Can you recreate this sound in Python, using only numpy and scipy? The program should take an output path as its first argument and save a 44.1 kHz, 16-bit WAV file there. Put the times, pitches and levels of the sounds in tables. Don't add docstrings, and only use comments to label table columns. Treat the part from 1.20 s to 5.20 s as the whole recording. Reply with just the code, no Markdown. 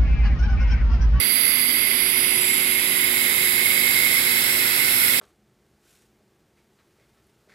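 import sys
import numpy as np
from scipy import signal
from scipy.fft import rfft, irfft
from scipy.io import wavfile

SR = 44100
rng = np.random.default_rng(int(sys.argv[2]) if len(sys.argv) > 2 else 0)


def transcribe(u):
    v = np.clip(np.atleast_2d(u).T, -1, 1)
    q = np.round(v * 32767).astype(np.int16)
    wavfile.write(sys.argv[1], SR, q)


N = 176400


def amp(db):
    return 10 ** (np.asarray(db) / 20)


def unit_rms(x):
    return x / np.sqrt(np.mean(abs(x) ** 2) + 1e-20)


def curve(points, t):
    return np.interp(t, *np.transpose(points))


def spectrum(rows, hz):
    f, *columns = np.transpose(rows)
    return [np.interp(np.log(hz + 1), np.log(f), column) for column in columns]


def gaussian(x, centre, half_width):
    return np.exp(-((x - centre) / half_width) ** 2)


def drift(shape, spans):
    field = rng.standard_normal(shape)
    for axis, span in enumerate(spans):
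        field = np.swapaxes(field, axis, -1)
        size = field.shape[-1]
        lowpass = gaussian(np.fft.rfftfreq(size), 0, 0.5 / span)
        field = np.swapaxes(irfft(rfft(field) * lowpass, size), axis, -1)
    return unit_rms(field)


def hall_tone(hz, db, left_db, unsteadiness, waver_hz=7):
    t = np.arange(N) / SR
    span = SR / waver_hz / 2
    waver = unit_rms(drift((N,), [span]) + 1j * drift((N,), [span]))
    carrier = np.exp(2j * np.pi * (hz * t + rng.random()))
    wave = ((1 + unsteadiness * waver) * carrier).real
    return unit_rms(wave) * amp(db) * amp([[left_db], [0]])


def motors():
    # t/s, rms level on the right/dB
    drone = [(0, -48), (.55, -46), (.8, -40), (1.1, -38), (1.5, -40.5), (2.2, -40), (2.8, -44),
             (3.4, -40.3), (4, -48)]
    # f/Hz, highest rms level on the right/dB, left minus right/dB,
    # unsteadiness (0-1), loudest at t/s, swing/dB
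    tones = [(35.5, -74, -7, .3, 2, 0), (54, -56, -4, 0.2, 2.5, 2), (104, -56, -2.5, 0.4, 2.5, 5.5),
             (198.2, -55.5, -1, 0.4, 2.5, 4), (247, -43, -3.5, 0.45, 1.53, 3.5),
             (494.5, -48.5, -6.5, 0.28, 2.17, 10.5), (610, -55.5, -3, 0.5, 1.7, 5)]
    t = np.arange(N) / SR
    hum = hall_tone(hz=368, db=curve(drone, t), left_db=-6, unsteadiness=0.12)
    for hz, db, left_db, unsteadiness, loudest_s, swing_db in tones:
        nearness = gaussian(t, loudest_s, half_width=1.14)
        hum += hall_tone(hz, db + swing_db * (nearness - 1), left_db, unsteadiness)
    return hum


def air_and_spray():
    spits_per_s, spit_db, spread_db = 200, 5.5, 1.3
    turbulence = rng.standard_normal((2, N))
    onsets = rng.random(N) < spits_per_s / SR
    spits = onsets * amp(spit_db + spread_db * np.minimum(rng.exponential(1, N), 4))
    return unit_rms(turbulence + spits * np.sign(turbulence))


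def left_arrival(own, right, hz, t):
    # f/Hz, coherence (0-1)
    likeness = [(20, 0.6), (120, 0.96), (350, 0.87), (750, 0.4), (1400, 0.3), (2100, .25), (3400, 0.46),
                (5000, 0.38), (10000, 0), (16000, 0.1)]
    # t/s, lead/ms
    lead_ms = [(0, 0.49), (.75, .41), (1.75, 0.259), (3.75, 0.22)]
    coherence = np.clip(spectrum(likeness, hz)[0], 0, 1)
    direct = np.interp(hz, [820, 1430], [0, 1])
    phase_lead = 2 * np.pi * hz * direct * curve(lead_ms, t) / 1000
    return (coherence * right + np.sqrt(1 - coherence ** 2) * own) * np.exp(1j * phase_lead)


def rush():
    # f/Hz, spectral density level at the barrel/dB, gain at the tank/dB
    left_spectrum = [(15, -89.5, 0.6), (30, -80.3, 2.6), (55, -75.5, -3), (110, -71.3, 7), (252, -69.5, -2),
                     (480, -73.5, -0.7), (795, -83, 11.5), (1150, -78.5, 3), (1400, -76.5, 8.6),
                     (2020, -78, 4.5), (2700, -72, 9.5), (3400, -73, 5.5), (4050, -70.5, 15.5),
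                     (4500, -85, -8), (5000, -71, 6.5), (6400, -77.5, -1), (6720, -80, 18),
                     (7050, -85.5, 19), (7260, -72.5, 6.5), (8550, -69.5, 11.5), (9800, -83, 16.5),
                     (10900, -82, 3.5), (11700, -71, -1), (12900, -83, -1.9), (14000, -71, 2),
                     (14500, -71.8, -0.3), (15400, -72.5, 6)]
    right_spectrum = [(15, -87.8, 0.4), (30, -79.7, 3), (55, -75, -1), (110, -67.5, 1), (206, -66, 0.5),
                      (265, -61, -1), (466, -70.5, 5), (735, -71.5, 3.5), (1180, -68.5, 1.6),
                      (1867, -59.5, 5), (2014, -49, -0.7), (2192, -52.5, 3.5), (2380, -57.5, 3.2),
                      (2660, -59, 5), (2710, -59, 1.3), (3530, -59, 0), (4630, -64.5, 3.1),
                      (4880, -59.5, 2.5), (5380, -76.5, -4), (6520, -70.5, 5.5), (6600, -86, -3),
                      (7020, -86.7, 20), (7860, -67.5, 8.5), (8930, -69, 0.5), (9720, -59, 1),
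                      (10140, -51.5, -6.5), (10900, -52.5, -5), (11580, -49.5, -2.5), (12320, -63.5, 5),
                      (14400, -67.5, 4.5), (15600, -67.2, 0)]
    # t/s, share (0-1)
    approach = [(0, 0), (.8, 0.07), (1.5, 0.23), (2.2, 0.62), (2.7, 0.82), (3.1, 0.88), (3.5, 0.85),
                (3.85, 0.77), (4, 0.9)]
    # t/s, level/dB
    treble = [(0, 0.5), (.25, 0.9), (.6, -0.5), (1.05, -1), (1.65, -1), (2, 0.4), (2.7, 0.8), (3.2, 0.7),
              (3.55, 0.3), (3.85, 4), (4, 0)]
    # t/s, half length/s, f/Hz, half width/Hz, left/dB, right/dB
    swells = [(0.202, .3, 15100, 900, 5, 3), (.2, 0.86, 4686, 222, 5, 10.5),
              (0.222, 0.2, 10170, 400, 8, 3.5), (.3, 0.56, 5300, 150, -8, 2),
              (.55, 0.17, 11770, 200, 9, 2.5), (.85, 0.4, 7060, 250, -12, -10),
              (0.994, 0.37, 5760, 130, 12, -3), (1.055, 0.35, 10250, 220, -6, 7),
              (1.048, 0.47, 4950, 130, 13, 1), (1.22, .3, 15200, 700, -10, -3),
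              (1.29, .2, 7640, 300, 18.5, -2), (1.3, 0.64, 970, 80, 2.5, 4.5),
              (1.4, 0.61, 2550, 250, 5, 3.5), (1.546, 0.39, 4020, 200, 9.5, -4),
              (1.55, .3, 14600, 900, 0, -2.5), (1.9, 0.53, 10000, 350, -2, -3),
              (1.95, 0.53, 4450, 150, -16, -5.5), (2, 0.65, 7280, 170, 10, 0),
              (2.198, 0.28, 8800, 300, 3.5, -4), (2.3, 0.82, 99, 30, 0, -1), (2.5, 0.6, 13500, 130, 0, 6),
              (2.6, .55, 8170, 150, -20, -14), (2.752, .35, 12230, 200, 11, -6),
              (2.795, 0.65, 2140, 110, -3, 4), (3.7, 0.63, 9760, 130, -9, 5.5), (3.7, 1, 5330, 220, 14, -9),
              (3.8, 0.42, 1440, 161, 4, 5), (3.8, .4, 12300, 130, 0, 4), (3.9, .3, 13000, 400, 11, 0)]
    # f/Hz, half width/Hz, gain/dB
    rings = [(2080, 38, 2.5), (2160, 13, 13), (10500, 78, 3.5), (10600, 150, -0.5), (11520, 110, 3),
             (4260, 90, -0.5)]
    frame, hop = 2048, 512
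    flicker_db, flicker_s = 0.12, 0.04
    colour_db, colour_s, colour_hz = (2.4, 1.5), 1.1, 130
    hz, t, bands = signal.stft(air_and_spray(), SR, nperseg=frame, noverlap=frame - hop)
    hz = hz[:, None]
    bands[0] = left_arrival(bands[0], bands[1], hz, t)
    treble_share = np.interp(hz, [3500, 12100], [0, 1])
    flicker = drift(t.shape, [flicker_s * SR / hop])
    treble_db = treble_share * (curve(treble, t) + flicker_db * flicker)
    for side, table in enumerate([left_spectrum, right_spectrum]):
        barrel_db, tank_gain_db = spectrum(table, hz)
        db = barrel_db + tank_gain_db * curve(approach, t) + treble_db
        for at_s, half_s, f, half_hz, *gain_db in swells:
            db += gain_db[side] * gaussian(t, at_s, half_s) * gaussian(hz, f, half_hz)
        if side == 1:
            db += sum(ring_db * gaussian(hz, f, half_hz) for f, half_hz, ring_db in rings)
        colour = drift(db.shape, [colour_hz * frame / SR, colour_s * SR / hop])
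        db += colour_db[side] * hz / (hz + 1500) * colour
        bands[side] *= amp(db)
    _, hiss = signal.istft(bands, nperseg=frame, noverlap=frame - hop)
    return np.sqrt(SR / 2) * hiss[:, :N]


def scene():
    return rush() + motors()


def record(dry):
    cutoff_hz = 15830
    lowpass = signal.firwin(701, cutoff_hz, window=("kaiser", 9), fs=SR)
    return signal.oaconvolve(dry, lowpass[None], "same")


dry = scene()
out = record(dry)
transcribe(out)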